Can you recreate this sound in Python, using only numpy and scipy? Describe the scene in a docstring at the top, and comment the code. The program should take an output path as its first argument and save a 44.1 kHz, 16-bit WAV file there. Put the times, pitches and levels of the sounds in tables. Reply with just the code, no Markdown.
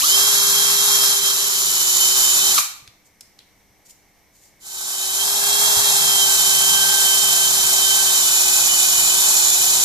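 """A small workshop, two microphones: a cordless drill bores into a wooden block held in a vice, in three runs.
The first spins up, its motor and gear tones whining over a dense gear rattle, and fades into a slower second.
When the trigger is let go the motor slows and the spindle brake clunks; light ticks, bumps and rubs follow.
The third run swells in, already at speed; its pitch and drone move with the load, and a faint squeak comes late.
Tones follow the motor's turns and swell in the drill's resonances; noise makes the rattle, room air and touches."""
import sys
import numpy as np
from scipy import signal
from scipy.fft import rfft, irfft, next_fast_len
from scipy.io import wavfile
from scipy.ndimage import uniform_filter1d

SR = 44100
rng = np.random.default_rng(int(sys.argv[2]) if len(sys.argv) > 2 else 0)


def to_wav(s):
    """Save 16-bit WAV."""
    ch = np.atleast_2d(s).T  # columns
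    pcm = np.round(np.clip(ch, -1, 1) * 32767)  # PCM
    wavfile.write(sys.argv[1], SR, pcm.astype(np.int16))


N = 433944
TIME = np.arange(N) / SR

# motor speed under the changing load, one curve a run: (time [s], speed [turns per s])
FIRST_RUN_SPEED = [(.2, 403.5), (.67, 401.5), (.94, 403.5), (1.24, 397.5), (1.43, 401.5), (1.9, 398)]
SECOND_RUN_SPEED = [(1.3, 378), (1.6, 379.5), (1.78, 376), (2.0, 381.5), (2.14, 383.4), (2.4, 382.3),
                    (2.5, 388)]
THIRD_RUN_SPEED = [(4.6, 384), (5.15, 386), (5.27, 401), (5.5, 407.5), (5.73, 410), (5.96, 401),
                   (6.22, 394), (6.39, 386), (6.7, 391.7), (6.94, 391.4), (7.05, 389.2), (8.16, 387.3),
                   (8.27, 376.5), (8.55, 382), (8.68, 375.5), (8.92, 376.5), (9.2, 382.5), (9.48, 377.5),
                   (9.8, 381)]
FULL_SPEED = 397.6   # reference speed, turns per s
# the motor starts at this share of its speed and closes the gap with this time constant
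START_SHARE, SPIN_UP_S = .27, .04
# the trigger is let go, the motor slows ever faster over this long, and the brake cuts the sound
RELEASE_S, BRAKING_S, BRAKE_S = 2.525, .125, 2.602
FIRST_RUN_DB, SECOND_RUN_DB = 0.86, .5   # levels relative to the third run
DISSOLVE_FROM_S, DISSOLVE_S = 1, 1.015   # the first run fades out as the second fades in
RESTART_S, SWELL_S, SWELL_POWER = 4.597, 1.11, 0.87   # the third run swells in almost linearly

# tones of the rotating parts: (part, cycles per motor turn, level away from resonances [dB],
# left-right [dB], roughness [0-1])
TONES = [("shaft", 1, -44, -1, 0.11), ("shaft", 2, -46.5, -2, .4), ("poles", 4, -33.5, -6.5, 0.46),
         ("commutator", 8, -27, -7.5, .31), ("rotor", 10, -35, -6, 0.74), ("pinion", 13, -36, -5.5, 0.51),
         ("fan", 15, -35, -5, 0.5), ("mesh", 56 / 3, -42.5, -8.5, 0.67), ("whistle", 28, -36.5, 9, 0.41),
         ("shudder", 13 / 32, -47, 0, 0.35), ("squeak", 6.55, -35, 0, 1), ("teeth", 19 / 3, -39, 0, 1),
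         ("teeth", 20 / 3, -33, 0, 1), ("teeth", 26 / 3, -36.5, -1, 1), ("teeth", 28 / 3, -31, .75, 0.71),
         ("teeth", 52 / 3, -28, -8.5, 0.53)]
# resonances of the drill: (centre [Hz], half width where the boost falls to 1/e [Hz], boost [dB])
RESONANCES = [(413.6, 33.4, 8.5), (1180, 150, 8), (3130, 220, 7.5), (3854, 22, 6.5), (4020, 87, 5),
              (4600, 290, 7), (5260, 250, 9.5), (5800, 70, 5.5), (7080, 270, 19.5), (11260, 73, 10.5)]
# added level of the commutator's whine: (time [s], level [dB])
COMMUTATOR = [(.055, -16), (.1, 1), (.45, -3), (.63, -1), (.8, -2.5), (1.8, -3.5), (2.05, -1.5),
              (2.52, -4.5), (2.56, -12.5), (4.6, -7.5), (5.1, -4.5), (5.22, -1), (5.38, -8), (5.53, 2.5),
              (5.88, -4), (6.2, 1), (6.42, -4), (6.6, 0.5), (8.2, -3), (8.62, -6.5), (8.74, -2),
              (9.3, -6.5), (9.4, -6.5), (9.65, -7.5)]
# added level of the lower tone of the poles: (time [s], level [dB])
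POLES = [(0, -10), (.04, 8), (.08, -4), (.3, -0.5), (1.1, -1), (1.5, -11), (2.54, -9), (2.57, 9),
         (2.587, 15.5), (2.605, -13), (4.6, 3), (5.1, 0), (5.55, 3), (5.75, -3), (6.3, 4), (6.42, 0),
         (6.65, 4.5), (6.93, 8.5), (7.15, -1), (7.35, 4.5), (7.6, -4), (8.0, 4), (8.25, -1.5), (9.8, -5)]
# added level of the low shudder of the bit in its hole: (time [s], level [dB])
SHUDDER = [(.15, -17), (.45, 1), (.75, -4), (2.5, -4.5), (5.75, -11), (5.95, 4), (6.12, 5), (6.24, -7),
           (6.65, 5), (6.95, -1), (7.12, -7), (7.3, 3), (7.9, -5.5), (9.8, -3)]
# added level of a faint squeak of the bit, once it is deep in the hole: (time [s], level [dB])
SQUEAK = [(8.25, -18), (8.4, 8), (9.8, 2.5)]
# added level of the pinion's tone, strongest while the motor gathers speed: (time [s], level [dB])
PINION = [(.03, 11.5), (.07, 9), (.12, 7), (.2, -0.5), (8.1, -1), (8.4, -6)]
SINGING = {"commutator": COMMUTATOR, "pinion": PINION, "poles": POLES, "shudder": SHUDDER, "squeak": SQUEAK}
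TONE_FOLLOWS = 1.14   # all tones but the shaft's swing further in dB than the rattle
TEETH_FOLLOW = .25    # side tones of the teeth grow with load: share of the pressure's swing in dB
BREAK_UP = 1.5        # the weakening commutator whine breaks up: dB of roughness gained per dB lost

# how hard the bit bears down on the block: (time [s], level [dB])
BEARING = [(0, -14), (1.4, -18), (2.1, -9), (4.6, -1.5), (9.84, -1.5)]
# colours of the rattle through housing, gearbox and block, and of its hiss:
# (frequency [Hz], relative level per Hz [dB])
HOUSING = [(60, -32.5), (165, -7.5), (280, -16), (480, -10), (760, -4.5), (1130, 2.5), (1850, -3.5),
           (2500, -2), (2850, -7.5), (3600, -20)]
GEARBOX = [(2400, -47.5), (2950, -10.5), (3450, -8), (4050, -1.5), (4800, -4.5), (6200, -1), (7200, -0.5),
           (7800, -2.5), (8300, -6), (9400, -7.5), (11000, -33)]
BLOCK = [(450, -32), (620, -7.5), (790, 1.5), (900, 1), (1080, -13.5), (1500, -31.5)]
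HISS = [(7500, -25.5), (9300, -6.5), (10300, 5), (11200, 7), (12500, 3.5), (13600, 5), (14300, -12),
        (14700, -35)]
# steel ring of the chuck: (frequency [Hz], relative level per Hz [dB])
CHUCK = [(6000, -38.5), (6750, -9.5), (7100, 1.5), (7400, -11.5), (8200, -42)]
# the bit's flutes scrape in the hole: (frequency [Hz], relative level per Hz [dB])
SCRAPE = [(6000, -32), (7600, 6.5), (8700, 3), (10000, 0.5), (11000, -26)]
# balance of the rattle's paths, before drone, mesh and pressure act on them
GEARBOX_DB, HISS_DB, HOUSING_DB = -18.5, -21, -30
BLOCK_DB, CHUCK_DB, SCRAPE_DB = -32.5, -42.5, -22
DRONE_DB_PER_HZ = 0.1254   # housing and block drone more as the motor runs faster
# the rattle drops briefly: (time [s], length either side [s], level [dB])
LULLS = [(1.206, 0.0095, -7), (2.536, 0.0052, -3.5)]

# blows of the brake: (time [s], level [dB])
CLACKS = [(2.540, -24), (2.575, -21), (2.58, -6.5), (2.585, -8.5), (2.605, -19)]
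# broad resonances that each blow rings: (centre [Hz], added level [dB], burst decay t60 [s])
CLACK_MODES = [(1180, -8.5, 0.03), (2500, -5.5, 0.02), (3850, -9.5, .02), (6050, -2.5, 0.025)]
# light ticks: (time [s], peak level [dB], centre [Hz], burst decay t60 [s])
TICKS = [(2.8765, -29, 3700, 0.014), (2.886, -46, 6000, .012), (3.2085, -25, 7000, 0.014),
         (3.2105, -28, 5160, 0.027), (3.388, -41, 6000, .01), (3.3905, -30.5, 3500, 0.014),
         (3.402, -45, 3400, .14)]
# dull bumps of the bench: (time [s], starting level [dB], frequency [Hz], decay t60 [s])
BUMPS = [(2.825, -47, 125, 0.073), (2.882, -42, 110, 0.052), (3.703, -52, 121, .07),
         (5.7705, -28, 105, .07), (5.79, -35, 126, .12), (5.828, -42, 125, .1)]
# handling rubs: (time [s], length either side [s], level [dB])
RUBS = [(3.066, 0.017, -54), (3.864, .011, -47), (3.902, 0.016, -43), (4.365, 0.033, -55),
        (4.445, 0.045, -51.5)]
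# colour of the rubs: (frequency [Hz], relative level per Hz [dB])
RUB = [(1470, -47), (2500, -17), (4580, -9), (5070, -8), (7010, -2), (10100, -11), (14000, -8.5)]

# colour of the bench's rumble: (frequency [Hz], relative level per Hz [dB])
RUMBLE = [(15, -8.5), (40, 5.5), (70, -6), (110, -8.5), (230, -4), (400, -43.5)]
BENCH_DB, BENCH_FOLLOWS = -50, 0.59   # level at 0 dB pressure; share of the pressure's swing in dB
# the drill at the two microphones: (frequency [Hz], left-right [dB], likeness [0-1], left lag [radians])
MICS = [(40, 0.5, 0.2, 0.5), (150, -1, 0.9, 0.34), (428.5, 3, 0.77, 0.2), (776, -4.5, 0.5, 1),
        (1210, -1.5, 0.63, 1.33), (1960, -2, 0.6, 3.02), (2700, -0.5, 1, 2.77), (3960, -1, .45, 5.64),
        (4700, -2.5, 0.7, 6.1), (5680, -6, 0.15, 7.14), (7200, -4, 0.38, 6.95), (8640, -1, 0.29, 8.8),
        (10390, 7.5, 0.13, 6.7), (13500, 9, 0.05, 7.9)]
# workshop reverberation: (frequency [Hz], decay t60 [s])
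ROOM_T60 = [(150, 0.32), (1100, 0.58), (4000, 0.5), (8000, 0.38), (14000, 0.39)]
# colour of the room's steady air: (frequency [Hz], relative level per Hz [dB])
FLOOR = [(25, 1), (50, 4.5), (100, -0.5), (580, -5), (810, -3.5), (1400, -13), (2250, -2), (2450, -13.5),
         (4900, -15), (5850, -7.5), (7000, -16), (10300, -17), (13000, -13.5)]
FLOOR_DB = -57.5
# faint mains hum in the room: (frequency [Hz], rms level [dB])
HUM = [(100, -82), (200, -74), (300, -76.5)]
CUTOFF_HZ = 14400


def from_db(db):
    """Decibels to gain."""
    return np.exp(np.asarray(db) * (np.log(10) / 20))


def rms_one(x):
    """Scale to an rms of 1."""
    return x / np.sqrt(np.mean(np.abs(x) ** 2) + 1e-20)


def in_time(rows):
    """The columns of a curve, sample by sample."""
    s, *columns = np.transpose(rows)
    return [np.interp(TIME, s, column) for column in columns]


def at_hz(rows, hz):
    """The columns of a spectrum, read on a log-frequency axis."""
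    points, *columns = np.transpose(rows)
    log_hz = np.log(hz + 1)
    return [np.interp(log_hz, np.log(points), column) for column in columns]


def band_pass(order, edges, x):
    """Keep what lies between two edges in Hz."""
    return signal.sosfilt(signal.butter(order, edges, "band", fs=SR, output="sos"), x)


def drift(corner_hz):
    """Slow chance of spread 1: noise through two equal low-pass poles, drawn at every 16th sample."""
    pole = np.exp(-2 * np.pi * corner_hz * 16 / SR)
    noise = rng.standard_normal(N // 16 + 4002)
    slow = signal.lfilter([1], [1, -2 * pole, pole * pole], noise)[4000:]   # past the filter's start
    return np.interp(np.arange(N) / 16, np.arange(len(slow)), rms_one(slow))


def stereo_noise(spectrum, strength=1, aimed=1):
    """Coloured noise of rms 1, partly shared by both microphones; aimed=1 places it at the drill."""
    size = next_fast_len(N, True)
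    hz = np.arange(size // 2 + 1) * SR / size
    excitation = rng.standard_normal((3, N), dtype=np.float32) * np.float32(strength)
    shared, left, right = rfft(excitation, size)
    pan_db, alike, lag = np.float32(at_hz(MICS, hz))
    alike = np.clip(alike, 0, 1)
    common, own = np.sqrt(alike) * shared, np.sqrt(1 - alike)
    left = (common * np.exp(-1j * lag * aimed) + own * left) * from_db(aimed * pan_db / 2)
    right = (common + own * right) * from_db(-aimed * pan_db / 2)
    colour = np.float32(from_db(at_hz(spectrum, hz)[0]))
    return rms_one(irfft(np.complex64([left, right]) * colour, size)[:, :N])


def running(brake_db_per_s=600, unsteady=0.001):
    """Speed and gain of each run: spin-up and fade into the second, braking, then the third's swell."""
    speeds = (FIRST_RUN_SPEED, SECOND_RUN_SPEED, THIRD_RUN_SPEED)
    first, second, third = (in_time(curve)[0] for curve in speeds)
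    waver = 1 + unsteady * drift(14.2)
    spin_up = 1 - (1 - START_SHARE) * np.exp(-TIME / SPIN_UP_S)
    braking = 1 - np.clip((TIME - RELEASE_S) / BRAKING_S, 0, 1) ** 2
    dissolve = np.clip((TIME - DISSOLVE_FROM_S) / DISSOLVE_S, 0, 1)
    locked = from_db(-brake_db_per_s * np.clip(TIME - BRAKE_S, 0, 1))
    swell = np.clip((TIME - RESTART_S) / SWELL_S, 0, 1) ** SWELL_POWER
    smooth_swell = np.abs(uniform_filter1d(swell, size=SR // 35))
    return [(first * waver * spin_up, from_db(FIRST_RUN_DB) * (1 - dissolve)),
            (second * waver * braking, from_db(SECOND_RUN_DB) * dissolve * locked),
            (third * waver, smooth_swell)]


def resonance_db(hz):
    """The boost that the drill's body gives to a tone of this pitch."""
    grid = np.linspace(0, SR / 2, 4096)
    boost = sum(db * np.exp(-((grid - centre) / width) ** 2) for centre, width, db in RESONANCES)
    return np.interp(hz, grid, boost)


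def whine(runs, blur_hz=27, chatter_hz=150, slack=1.6, slow_loss_db=14):
    """Tones locked to the motor shaft; play in the bearings blurs each into a narrow band."""
    out = np.zeros((2, N))
    blur = rms_one(drift(blur_hz) + 1j * drift(blur_hz))
    chatter = rms_one(drift(chatter_hz) + 1j * drift(chatter_hz))
    bearing_db = in_time(BEARING)[0]
    for speed, gain in runs:
        heard, = np.nonzero(gain > 1e-3)
        span = slice(heard[0], heard[-1] + 1)
        speed, gain = speed[span], gain[span]
        turns, tone_gain = np.cumsum(speed) / SR, gain ** TONE_FOLLOWS
        # below full speed the gears chatter and the tones weaken, most in spin-up and braking
        slowness = np.maximum(1 - speed / FULL_SPEED, 0)
        loose = np.clip(slack * slowness, 0, 1)
        firm = np.sqrt(1 - loose ** 2)
        for part, per_turn, db, pan_db, rough in TONES:
            if part == "teeth":
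                db = db + TEETH_FOLLOW * bearing_db[span]
            else:
                db = db + resonance_db(per_turn * speed)
            if part in SINGING:
                singing_db = np.interp(TIME[span], *np.transpose(SINGING[part]))
                db = db + singing_db
                if part == "commutator":
                    rough = rough * from_db(-BREAK_UP * singing_db)
            rough = np.clip(rough, 0, 1)
            # each tone reads the shared blur from a place of its own
            wobble = np.sqrt(1 - rough ** 2) + rough * np.roll(blur, rng.integers(N))[span]
            if part == "shaft":
                wobble = gain * wobble
            else:
                own_chatter = np.roll(chatter, rng.integers(N))[span]
                wobble = tone_gain * (firm * wobble + loose * own_chatter)
            level = from_db(db - slow_loss_db * slowness)
            tone = level * wobble * np.exp(2j * np.pi * per_turn * turns)
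            lag = at_hz(MICS, per_turn * FULL_SPEED)[2]
            microphones = np.array([[from_db(pan_db) * np.exp(-1j * lag)], [1]])
            out[:, span] += np.real(rms_one(microphones) * tone)
    return out


def tooth_impacts(turns, flutter_db=0.84, grain_db=1.0, once_a_turn=.12):
    """Gear teeth hit unevenly: a slow flutter, a fine grain and a beat on each motor turn."""
    chance_db = flutter_db * drift(35) + grain_db * drift(700)
    return from_db(chance_db) * (1 + once_a_turn * np.cos(2 * np.pi * turns))


def rattle(turns, drone_db, mesh_db, chip_db=1.0):
    """Impacts sound through the drill and block; the bit scrapes; a hard mesh sets the chuck ringing."""
    impacts = tooth_impacts(turns)
    cutting = from_db(in_time(BEARING)[0] + chip_db * drift(45))
    gearbox = from_db(GEARBOX_DB) * stereo_noise(GEARBOX, impacts)
    housing = from_db(HOUSING_DB + drone_db) * stereo_noise(HOUSING, impacts)
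    block = from_db(BLOCK_DB + drone_db) * cutting * stereo_noise(BLOCK, impacts)
    scrape = from_db(SCRAPE_DB) * cutting * stereo_noise(SCRAPE, impacts)
    hiss = from_db(HISS_DB) * stereo_noise(HISS, impacts)
    chuck = from_db(CHUCK_DB + mesh_db) * stereo_noise(CHUCK, impacts)
    return gearbox + housing + block + scrape + hiss + chuck


def gear_rattle(runs, gain, least_drone_db=-5):
    """The rattle of all runs; their speeds, weighted by power, set its colour."""
    shares = [(speed, (run_gain / gain) ** 2) for speed, run_gain in runs]
    heard_speed = sum(share * speed for speed, share in shares)
    mesh_per_turn = next(per_turn for part, per_turn, *_ in TONES if part == "mesh")
    # the chuck rings with the mesh tone, so it swings as far as the tones do
    mesh_db = sum(share * resonance_db(mesh_per_turn * speed) for speed, share in shares)
    mesh_db = mesh_db + (TONE_FOLLOWS - 1) * 20 * np.log10(gain)
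    drone_db = np.maximum(DRONE_DB_PER_HZ * (heard_speed - FULL_SPEED), least_drone_db)
    return gain * rattle(np.cumsum(heard_speed) / SR, drone_db, mesh_db)


def touches(rows, width_octaves, apart, snap=0):
    """Short contacts: a burst that dies away inside one broad resonance, with an optional first snap."""
    out, age = np.zeros((2, N)), TIME[:SR // 3]
    for s, db, hz, t60 in rows:
        edges = np.clip(hz * 2 ** (np.array([-.5, .5]) * width_octaves), 20, SR / 2.2)
        shared = rng.standard_normal(len(age))
        force = shared + apart * rng.standard_normal((2, len(age))) + snap * (age == 0)
        burst = band_pass(1, edges, force * from_db(-60 * age / t60))
        start = int(s * SR)
        out[:, start:start + len(age)] += from_db(db) * burst / np.abs(burst).max()
    return out


def brake():
    """The spindle lock chatters shut; each blow is a noisy clunk in a few broad resonances."""
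    blows = [(s, db + mode_db, hz, t60) for s, db in CLACKS for hz, mode_db, t60 in CLACK_MODES]
    return touches(blows, width_octaves=0.21, apart=1.0)


def bumps():
    """Dull knocks set the bench swinging: decaying low sines."""
    out, age = np.zeros(N), TIME[:SR // 3]
    for s, db, hz, t60 in BUMPS:
        start = int(s * SR)
        out[start:start + len(age)] += from_db(db - 60 * age / t60) * np.sin(2 * np.pi * hz * age)
    return out


def rubs(grain_db=2.0):
    """Soft grainy swishes as the grip on the drill shifts."""
    swell = sum(from_db(db) * np.exp(-((TIME - s) / length) ** 2) for s, length, db in RUBS)
    return swell * stereo_noise(RUB, from_db(grain_db * drift(300)), aimed=0)


def bench(gain, lumpy_db=3.0):
    """Uneven cutting forces shake vice and bench, the more the harder the bit bears down."""
    level_db = BENCH_DB + BENCH_FOLLOWS * in_time(BEARING)[0] + lumpy_db * drift(13)
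    return gain * from_db(level_db) * stereo_noise(RUMBLE)


def workshop(x, first_echo_s=0.0033):
    """Diffuse reverberation: bands of noise, each decaying at its own rate."""
    age, tail = TIME[:SR // 2], 0
    edges = np.geomspace(100, 16000, 9)
    for low, high in zip(edges, edges[1:]):
        band = band_pass(2, [low, high], rng.standard_normal((2, len(age))))
        t60 = at_hz(ROOM_T60, np.sqrt(low * high))[0]
        tail = tail + band * from_db(-60 * age / t60)
    tail = tail * (age > first_echo_s) * np.sqrt(2 / np.sum(tail ** 2))
    # the bass stays close and dry
    bright = signal.sosfilt(signal.butter(2, 600, "high", fs=SR, output="sos"), x)
    return signal.fftconvolve(bright, tail, axes=1)[:, :N]


def background():
    """The nearly steady air of the workshop as noise, and its mains hum as sines."""
    hum = sum(from_db(db) * np.sqrt(2) * np.sin(2 * np.pi * hz * TIME) for hz, db in HUM)
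    return hum + from_db(FLOOR_DB + .6 * drift(4)) * stereo_noise(FLOOR, aimed=0)


def scene(room_db=-4.5, handling_room_db=-6.0):
    """Drill and handling in the workshop, over its quiet background."""
    runs = running()
    gain = np.sqrt(sum(run_gain ** 2 for _, run_gain in runs)) + 1e-9
    tones = whine(runs)
    lull_db = sum(db * np.exp(-((TIME - s) / length) ** 2) for s, length, db in LULLS)
    clatter = from_db(-1.31 + lull_db) * gear_rattle(runs, gain) + brake()
    handling = touches(TICKS, width_octaves=0.66, apart=0.84, snap=5.7) + bumps() + rubs()
    # the whine and the handling are heard closer and drier than the clatter
    drill_send = from_db(room_db) * (clatter + tones / 3)
    room = workshop(drill_send + from_db(handling_room_db) * handling)
    return clatter + tones + handling + room + bench(gain) + background()


def record(dry, ceiling=.88):
    """The highest peaks are rounded off and the top is cut steeply."""
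    rounded = dry / (1 + (dry / ceiling) ** 8) ** (1 / 8)
    return signal.sosfilt(signal.ellip(12, .1, 80, CUTOFF_HZ, fs=SR, output="sos"), rounded)


dry = scene()
out = record(dry)
to_wav(out)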